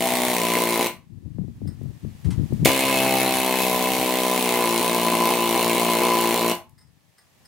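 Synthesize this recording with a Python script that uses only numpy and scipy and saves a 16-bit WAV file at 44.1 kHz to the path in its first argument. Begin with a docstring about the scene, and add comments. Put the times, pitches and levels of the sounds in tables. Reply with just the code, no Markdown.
"""An air chisel hammers a steel and copper motor core on a metal bench in an open shed: a short burst first.
Every stroke vents a pop and two puffs of air (shaped noise) and lands one blow (dying sines); the shed rings on.
In the pause wind (low noise) buffets mostly the left microphone, the loose chisel clinks and its tip scrapes.
A longer burst follows, its first strokes the loudest. Then come more clinks, while a soft hiss swells."""
import sys
import numpy as np
from scipy import signal
from scipy.fft import rfft, irfft, next_fast_len
from scipy.io import wavfile
from scipy.ndimage import uniform_filter1d

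SR = 44100
rng = np.random.default_rng(int(sys.argv[2]) if len(sys.argv) > 2 else 0)


def file_out(sig):
    """Save sig as 16-bit WAV at sys.argv[1]."""
    # one column per channel
    cols = np.atleast_2d(sig).T
    # limit, then scale
    lim = np.clip(cols, -1, 1)
    pcm = np.round(lim * 32767).astype(np.int16)
    wavfile.write(sys.argv[1], SR, pcm)


N = 329427
TIME = np.arange(N) / SR

# pace of the hammering, one list a burst, from its first pop: (start_s, strokes_per_s)
BURSTS = [
    [(.0067, 60.44), (.25, 62.09), (.4, 58.75), (.865, 56.8)],
    [(2.6584, 67.18), (3.0, 66.26), (3.25, 64.97), (3.6, 63.97), (3.8, 62.58), (3.9, 63.86), (4.4, 62.74),
     (4.72, 57.95), (5.4, 57.09), (6.519, 57.63)],
]
# the tip slips and the piston runs ahead (or, jammed, behind): (start_s, gain_share_of_a_stroke)
TIP_SLIPS = [(.563, .205), (.798, .208), (4.39, -.077), (4.804, .191), (4.939, .195), (5.131, .068),
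             (5.2, .091), (5.298, .462), (5.553, .314), (5.757, .332), (6.012, .516), (6.335, .14)]


def amp(db):
    """Turns dB into gain."""
    return 10 ** (np.asarray(db) / 20)


def evened(x):
    """Scales to an average (rms) level of 1."""
    return x / np.sqrt(np.mean(x ** 2) + 1e-20)


def read(points, hz):
    """Reads a curve of (pitch_hz, value) points on a log-frequency axis."""
    f, value = np.transpose(points)
    return np.interp(np.log(hz + 1), np.log(f + 1), value)


def curves(rows):
    """Reads every column of a table at each sample, in straight lines between rows."""
    s, *columns = np.transpose(rows)
    return [np.interp(TIME, s, column) for column in columns]


def colour(x, db_at):
    """Filters by a rule that gives dB for each Hz."""
    length = x.shape[-1]
    size = next_fast_len(length)
    gain = amp(db_at(np.fft.rfftfreq(size, 1 / SR)))
    return irfft(rfft(x, size) * gain, size)[..., :length]


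def smooth_noise(shape, width):
    """Slow random drift: noise averaged twice over a width in samples, then set to rms 1."""
    noise = rng.standard_normal(shape)
    return evened(uniform_filter1d(uniform_filter1d(noise, width), width))


def ring(modes):
    """What a struck thing answers: dying sines from (pitch_hz, level_db, t60_s), scaled to energy 1."""
    t = TIME[:SR // 3]
    x = sum(amp(db - 60 * t / t60) * np.sin(2 * np.pi * hz * t) for hz, db, t60 in modes)
    return x / np.linalg.norm(x)


def excite(hits, response):
    """Every hit sets off the response (convolution)."""
    return signal.oaconvolve(hits, response)[:N]


def puff(rise_ms, fall_ms):
    """Pressure of one puff of air: a quick rise and an exponential fall."""
    ms = 1000 * TIME[:800]
    return (1 - np.exp(-ms / rise_ms)) * np.exp(-ms / fall_ms)


def chisel():
    """The whole tool: all strokes share one piston; returns the tool and the core apart."""
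    turns, flows = piston()
    pop_db, blow_db, bench_db, core_db, panel_db, tip_db, crack_db, thud_db = seats()
    second_start = BURSTS[1][0][0]
    since = np.maximum(TIME - second_start, 0)
    second = TIME > BURSTS[0][-1][0] + .5
    # the second burst's first strokes are the loudest: 11 dB more, fading over .017 s
    surge = amp(11 * np.exp(-since / .017) * second)
    # air rushes through before the piston has moved in the second burst: 12 dB on the leak
    rush = amp(12 * (second & (since == 0)))
    # the leak opens and closes over 120 samples, and drops abruptly at the second burst's first pop
    leak = rush * uniform_filter1d(flows, 120)

    vents = train(turns, 0, jitter_ms=.06, spread_db=.6) * surge
    blows = train(turns, .27, jitter_ms=.14, spread_db=1.6) * surge
    tool = exhaust_pops(vents * amp(pop_db))
    tool = tool + bench_ring(blows * amp(bench_db), vents * amp(panel_db), vents * amp(thud_db))
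    tool = tool + steel_ring(turns, surge, blow_db, tip_db, crack_db)
    tool = tool + exhaust_air(turns, leak, surge)
    # a source this small sends out little deep bass
    bass_cut = [(50, -44.5), (100, -12.0), (125, -11.0), (170, -1.5)]
    return colour(tool, lambda hz: read(bass_cut, hz)), core_ring(blows * amp(core_db))


def piston():
    """Counts strokes over time by adding up the rate, and tells when air flows."""
    turns, flows = np.zeros(N), np.zeros(N)
    # a little ahead or behind an even beat, .01 of a stroke on average (rms)
    wander = .01 * smooth_noise(N, 1500)
    # part of a slip's gain comes at once, the rest as a short race
    at_once_share, race_s = .3, .09
    for rows in BURSTS:
        s, rate = np.transpose(rows)
        on = (TIME >= s[0] - .0098) & (TIME < s[-1] + .008)
        skipped = np.zeros(N)
        for at, share in TIP_SLIPS:
            if at > s[0]:
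                still_to_come = (1 - at_once_share) * np.exp(-abs(TIME - at) / race_s)
                skipped += share * (TIME > at) * (1 - still_to_come)
        count = np.cumsum(np.interp(TIME, s, rate)) / SR
        count = count - count[round(s[0] * SR)] + 1  # the first pop is stroke 1
        turns[on] = (count + skipped + wander)[on]
        flows[on] = 1
    return turns, flows


def train(turns, at, jitter_ms, spread_db):
    """One click each time the stroke passes the point at (0-1), a little uneven in time and strength."""
    passed = np.diff(np.floor(turns - at)) == 1
    where = np.flatnonzero(passed & (turns[1:] > .9))
    chance = rng.standard_normal((300, 2))[:len(where)]
    shift = np.round(chance[:, 0] * jitter_ms * SR / 1000).astype(int)
    clicks = np.zeros(N)
    clicks[np.clip(where + shift, 0, N - 1)] = amp(spread_db * chance[:, 1])
    return clicks * np.sqrt(SR / 60)  # rms near 1 at 60 strokes per s


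def seats():
    """Each seat of the tip sets how strongly the parts sound, until the tip settles anew."""
    # each new seat of the tip on the work: (start_s, pop_db, blow_db, bench_db, core_db, panel_db,
    # tip_db, crack_db, thud_db)
    bearing = [(0, -29.5, -47.5, -31, -37, -27, -69, -33.5, -42.5),
               (.37, -24, -35.5, -39.5, -31, -41, -51, -34, -35.5),
               (2.6, -24, -32.5, -32.5, -38, -31.5, -38, -38.5, -28.5),
               (3.298, -27, -36, -31, -35, -34.5, -37, -39, -38),
               (3.622, -27.5, -39, -33, -33, -28.5, -45, -41, -47),
               (4.45, -24.5, -34.5, -30.5, -29.5, -39.5, -44, -44, -35.5),
               (5.5, -23, -33.5, -31.5, -28, -49, -53, -43.5, -33.5)]
    s, *columns = np.transpose(bearing)
    row = np.maximum(np.searchsorted(s, TIME) - 1, 0)
    settle_s = 0.079
    return uniform_filter1d(np.array(columns)[:, row], round(settle_s * SR) + 1, mode="nearest")


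def exhaust_pops(vents):
    """A short slug of air between two rarefactions, then its echoes."""
    # the pop thrown back by bench, body and walls: (delay_ms, level_db)
    echoes = [(4.6, -14), (6.0, -17.5), (9.0, -19), (11.2, -17)]
    u = (np.arange(-150, 151) / SR * np.pi * 400) ** 2  # the slug is strongest near 400 Hz
    slug = (1 - 2 * u) * np.exp(-u)
    paths = np.zeros(800)
    paths[0] = 1
    for ms, db in echoes:
        paths[round(ms * SR / 1000)] = amp(db)
    pop = np.convolve(slug, paths)
    return signal.oaconvolve(vents, pop / np.linalg.norm(pop))[150:N + 150]  # slug centred on the vent


def bench_ring(blows, panel_vents, thud_vents):
    """The bench rings at each blow and slip; a panel and a thud answer each vent."""
    # ring of the bench: (pitch_hz, relative_level_db, t60_s)
    bench_modes = [(205, -24.5, 0.014), (270.6, 10.5, 0.12), (342.4, 12, 0.059), (424, -10, 0.1),
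                   (794.4, 2, 0.13), (879, 13, 0.037), (1056, -17, 0.18)]
    # modes that depend on where the tip bears: (pitch_hz, relative_level_db, t60_s)
    panel_modes = [(248, -14, 0.029), (351, 0.5, 0.053), (659, 0, 0.15), (759, 1, 0.047)]
    thud_modes = [(130.6, 0, 0.041)]
    # the core jumps on the bench at every slip
    jolts = np.zeros(N)
    slip_s = np.transpose(TIP_SLIPS)[0]
    jolts[np.round(slip_s * SR).astype(int)] = amp(-33.5) * np.sqrt(SR / 20)
    bench = excite(blows + jolts, ring(bench_modes))
    bench += excite(panel_vents, ring(panel_modes))
    return bench + excite(thud_vents, ring(thud_modes))


def core_ring(blows):
    """The motor core rings at every blow."""
    # ring of the core: (pitch_hz, relative_level_db, t60_s)
    core_modes = [(1003, -2, .22), (1050, -11, .12), (975, 1, .05)]
    return excite(blows, ring(core_modes))


def steel_ring(turns, surge, blow_db, tip_db, crack_db):
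    """The blow chatters for a few ms, so the chisel and wire never ring twice alike; cracks go with it."""
    # ring of chisel and wire: (pitch_hz, relative_level_db, t60_s)
    steel_modes = [(1760, -9, .04), (2190, 3, .045), (2341, -3, .06), (2600, -2, .03), (2770, 4, .02),
                   (2916, -3, .045), (3600, -4, .015), (3980, -1, .02), (4210, -1, .035)]
    # modes that depend on where the tip bears: (pitch_hz, relative_level_db, t60_s)
    tip_modes = [(2577, 0, 0.036)]
    crack_modes = [(2100, 0, 0.009)]
    strikes = train(turns, .36, jitter_ms=.1, spread_db=1.5)
    strikes += .9 * train(turns, .94, jitter_ms=.08, spread_db=1.2)
    chatter = excite(strikes, puff(.15, .8)) * rng.standard_normal(N) + 3.5 * strikes
    chatter = evened(chatter) * surge
    cracks = train(turns, .95, jitter_ms=.1, spread_db=1.5) * surge
    steel = excite(chatter * amp(blow_db), ring(steel_modes))
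    steel += excite(chatter * amp(tip_db), ring(tip_modes))
    return steel + excite(cracks * amp(crack_db), ring(crack_modes))


def exhaust_air(turns, leak, surge):
    """Coloured noise in puffs: sharp near the pop, softer on the return stroke, over a leak."""
    # colour of the exhaust air: (pitch_hz, relative_db_per_hz)
    air_colour = [(710, -26), (1200, -12), (1520, -29), (2200, -1.5), (2830, -4), (3360, -3.5), (4150, -5),
                  (4860, -10), (6500, -9), (9500, -8), (16000, -9)]
    # the exhaust ports whistle faintly as the grip shifts: (time_s, pitch_hz, db_against_jet)
    port = [(0, 9400, -17), (2.65, 9700, -13), (3.65, 11500, -12), (4.05, 11500, -28), (4.15, 9800, -24),
            (4.35, 9800, -14), (6.6, 9600, -20)]
    sharp = excite(train(turns, .96, jitter_ms=.12, spread_db=1.2), puff(.25, 1.6))
    soft = excite(train(turns, .3, jitter_ms=.4, spread_db=2.5), puff(1.2, 3.5))
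    flow = sharp + .4 * soft + 2.0 * leak

    shared = .8  # how alike the air noise is in the two microphones, before colouring
    same, own = rng.standard_normal(N), rng.standard_normal((2, N))
    noise = shared * same + np.sqrt(1 - shared ** 2) * own
    jet = evened(colour(noise, lambda hz: read(air_colour, hz) - 40 * (hz < 1000)))
    # whistle: noise in a narrow band (900 Hz wide) that follows the port pitch
    port_hz, port_db = curves(port)
    turn = np.exp(2j * np.pi * np.cumsum(port_hz) / SR)
    r = np.exp(-np.pi * 900 / SR)
    whistle = evened((turn * signal.lfilter([1 - r], [1, -r], same / turn)).real)
    return amp(-28.5) * surge * evened(flow) * (jet + amp(port_db) * whistle)


def clinks():
    """The shank rattles for a few ms and rings; ticks are bright specks, scrapes swelling noise."""
    # the loose chisel knocks in its holder: (start_s, peak_db)
    knocks = [(1.673, -40.5), (6.778, -47.5), (6.8064, -51.5), (6.8274, -64), (6.8684, -62.5),
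              (7.1804, -45.5), (7.449, -44)]
    # ring of the shank: (pitch_hz, relative_level_db, t60_s)
    shank_modes = [(2000, 9, 0.008), (5000, -5, 0.027), (5060, -2, .03), (5130, 6, 0.03), (8080, -3, 0.03),
                   (8620, 1, 0.06), (9230, 1.5, 0.029), (12620, -14, .06)]
    # the valve ticks: (start_s, level_db)
    ticks = [(0.8994, -38), (1.8344, -51), (2.5344, -45), (6.551, -28), (6.6945, -49)]
    # the tip drags over wire: (start_s, level_db)
    scrapes = [(2.2441, -31.5), (2.3044, -25.5)]
    out, shank = np.zeros(N + SR), ring(shank_modes)
    for s, db in knocks:
        rattle = rng.standard_normal(800) * puff(0.86, 32)
        knock = np.convolve(rattle, np.r_[.3, shank])  # .3: the rattle itself, before the ring
        out[round(s * SR):][:len(knock)] += amp(db) * knock / abs(knock).max()
    treble = signal.butter(2, 6000, "high", fs=SR, output="sos")
    for s, db in ticks:
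        bright = signal.sosfilt(treble, rng.standard_normal(800))
        out[round(s * SR):][:800] += amp(db) * bright * puff(.2, 2.5)
    rasp_colour = [(300, -24.5), (1000, -6.0), (7000, -12.0), (10000, -13.5), (15000, -30)]
    rise_s, t60_s = .002, .12
    for s, db in scrapes:
        t = np.maximum(TIME - s, 0)
        rasp = colour(rng.standard_normal(N), lambda hz: read(rasp_colour, hz))
        out[:N] += amp(db - 60 * t / t60_s) * (1 - np.exp(-t / rise_s)) * rasp
    return out[:N]


def shed(x):
    """Echo tails: sparse taps of random sign dying by band; long waves reach both microphones alike."""
    # how long the shed rings: (pitch_hz, t60_s)
    shed_t60 = [(150, 0.51), (400, 0.19), (1040, 0.29), (2760, 0.24), (7280, 0.21)]
    likeness = [(300, 0.97), (1400, 0.89), (3000, 0.65), (7000, 0.033)]
    tail_colour = [(300, -9.5), (900, 5), (2000, -0.5)]
    tails = 6  # several random tails take turns, so no one draw colours the echo
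    out = np.zeros((2, N))
    for k in range(tails):
        taps = np.zeros((3, SR // 2))  # one row for both microphones, then one for each
        grid = np.arange(400, SR // 2 - 20, 20)
        at = grid + rng.integers(0, 20, (3, len(grid)))
        np.put_along_axis(taps, at, rng.choice([-1., 1.], at.shape), 1)
        hz, t, z = signal.stft(taps, SR, nperseg=512)
        alike = np.clip(read(likeness, hz), 0, 1)[:, None]
        z = alike * z[0] + np.sqrt(1 - alike ** 2) * z[1:]
        dying = amp(-60 * t / read(shed_t60, hz)[:, None])
        tail = signal.istft(z * dying, SR, nperseg=512)[1]
        tail = colour(tail / np.linalg.norm(tail[0]), lambda hz: read(tail_colour, hz))
        share = np.sqrt(8 / 3 / tails) * np.cos(np.pi * (1.3 * TIME + k / tails)) ** 2
        out += signal.fftconvolve(x * share, tail, axes=1)[:, :N]
    return out


def slaps():
    """Each eddy is a few cycles of falling pitch, almost all in the left microphone."""
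    # eddies that slap the left microphone: (start_s, level_db)
    eddies = [(1.385, -19), (1.481, -31), (1.617, -24.5), (1.656, -29), (1.814, -27), (1.841, -35),
              (2.049, -25), (2.255, -30), (2.431, -29), (2.524, -14)]
    sudden = 0.38  # how abruptly an eddy sets in, 0-1
    rise_s = 0.00031 + 0.00085 * (1 - sudden)
    out, t = np.zeros(N), TIME[:4000]
    for s, db in eddies:
        a, b = rng.random(2)
        hz = (170 + 60 * a) * (1 + 4 * sudden * np.exp(-t / 0.0028))
        wave = np.sin(2 * np.pi * (np.cumsum(hz) / SR + b))
        out[round(s * SR):][:4000] += amp(db - 60 * t / 0.19) * (1 - np.exp(-t / rise_s)) * wave
    return out * amp([[0], [-22]])  # left, right


def wind():
    """Lumpy low noise, unrelated in the two microphones; each gust rises, holds and dies."""
    # light wind under everything: (time_s, left_db, right_db)
    breeze = [(0, -41, -51), (1.0, -49.5, -61.5), (2.7, -40.5, -46), (4.0, -43, -55), (4.4, -57, -60),
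              (4.7, -48, -55), (6.9, -55, -64.5), (7.2, -68, -82), (7.47, -59, -53.5)]
    # gusts on the microphones: (start_s, hold_s, left_db, right_db)
    gusts = [(1.098, 0.4, -37.5, -70), (1.237, 0.027, -29.5, -57), (1.367, 0.07, -26, -58),
             (1.485, 0.03, -30.5, -47), (1.55, .02, -43, -39), (1.602, 0.086, -25.5, -42),
             (1.74, .17, -29, -57), (2.027, 0.023, -23, -46), (2.1, 0.035, -49, -47),
             (2.244, 0.063, -18.5, -41), (2.369, 0.027, -16, -32), (2.5, 0.032, -17, -30),
             (2.59, 0.032, -12.5, -25)]
    # colour of the wind: (pitch_hz, relative_db_per_hz)
    wind_colour = [(13, -29.5), (22, -13.5), (92, 9.5), (144, 10), (258, -3.5), (302, -5.5), (487, -43),
                   (700, -45), (910, -63.5), (1540, -120)]
    edge_colour = [(200, -39.5), (350, -10.5), (700, -30.5), (1500, -49.5), (3000, -85)]
    rise_s, fall_db_per_s = .015, 215
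    power = amp(curves(breeze)) ** 2
    for start, hold, *db in gusts:
        t = TIME - start
        shape = np.clip(t / rise_s, 0, 1) * amp(-fall_db_per_s * np.maximum(t - hold, 0))
        power = power + np.outer(amp(db), shape) ** 2
    noise = rng.standard_normal((2, N))
    body = evened(colour(noise, lambda hz: read(wind_colour, hz) - 60 * (hz > 900)))
    edge = evened(colour(noise, lambda hz: read(edge_colour, hz)))
    lumps = smooth_noise((2, N), 500)
    # 3.2 dB (rms) of unevenness; the higher-pitched edge grows more than the body in each lump
    return np.sqrt(power) * amp(3.2 * lumps) * (body + amp(-26 + 2.5 * lumps) * edge)


def hush():
    """Background hiss that starts low when a burst ends and swells as the pause goes on."""
    # colour of the hiss: (pitch_hz, relative_db_per_hz)
    hush_colour = [(88, -23), (150, -11), (376, -17), (745, -15.5), (998, -17), (1500, -23.5),
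                   (1750, -17.5), (2100, -20), (7920, -26), (16000, -30)]
    same, own = rng.standard_normal(N), rng.standard_normal((2, N))
    hiss = evened(colour(0.47 * same + 0.94 * own, lambda hz: read(hush_colour, hz)))
    first_end, second_start, second_end = BURSTS[0][-1][0], BURSTS[1][0][0], BURSTS[1][-1][0]
    pause_start = np.where(TIME < second_start, first_end, second_end)
    paused_s = np.maximum(TIME - pause_start, 0)
    return amp(-71 + 11.5 * paused_s) * hiss  # dB, dB per s


def scene():
    """The tool and its clinks in the shed, over wind and hiss."""
    # how the tool leans to one side: (pitch_hz, left_over_right_db)
    lean = [(60, 3), (240, 3.5), (950, 1), (3770, 0.5), (15000, -0.5)]
    tool, core = chisel()
    near = tool + clinks()
    # the core's ring is mostly dry; only a little goes into the shed
    near = near + core + amp(-3) * shed(near + .3 * core)
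    leaning = colour(near, lambda hz: np.outer([.5, -.5], read(lean, hz)))
    return leaning + wind() + slaps() + hush()


def record(dry):
    """Bass cut, overload at full scale, then a band limit at 15850 Hz."""
    x = signal.sosfilt(signal.butter(1, 40, "high", fs=SR, output="sos"), dry)
    x = np.clip(x, -1, 1)
    band_limit = signal.firwin(511, 15850, window=("kaiser", 9), fs=SR)
    return signal.oaconvolve(x, band_limit[None], "same")


dry = scene()
out = record(dry)
file_out(out)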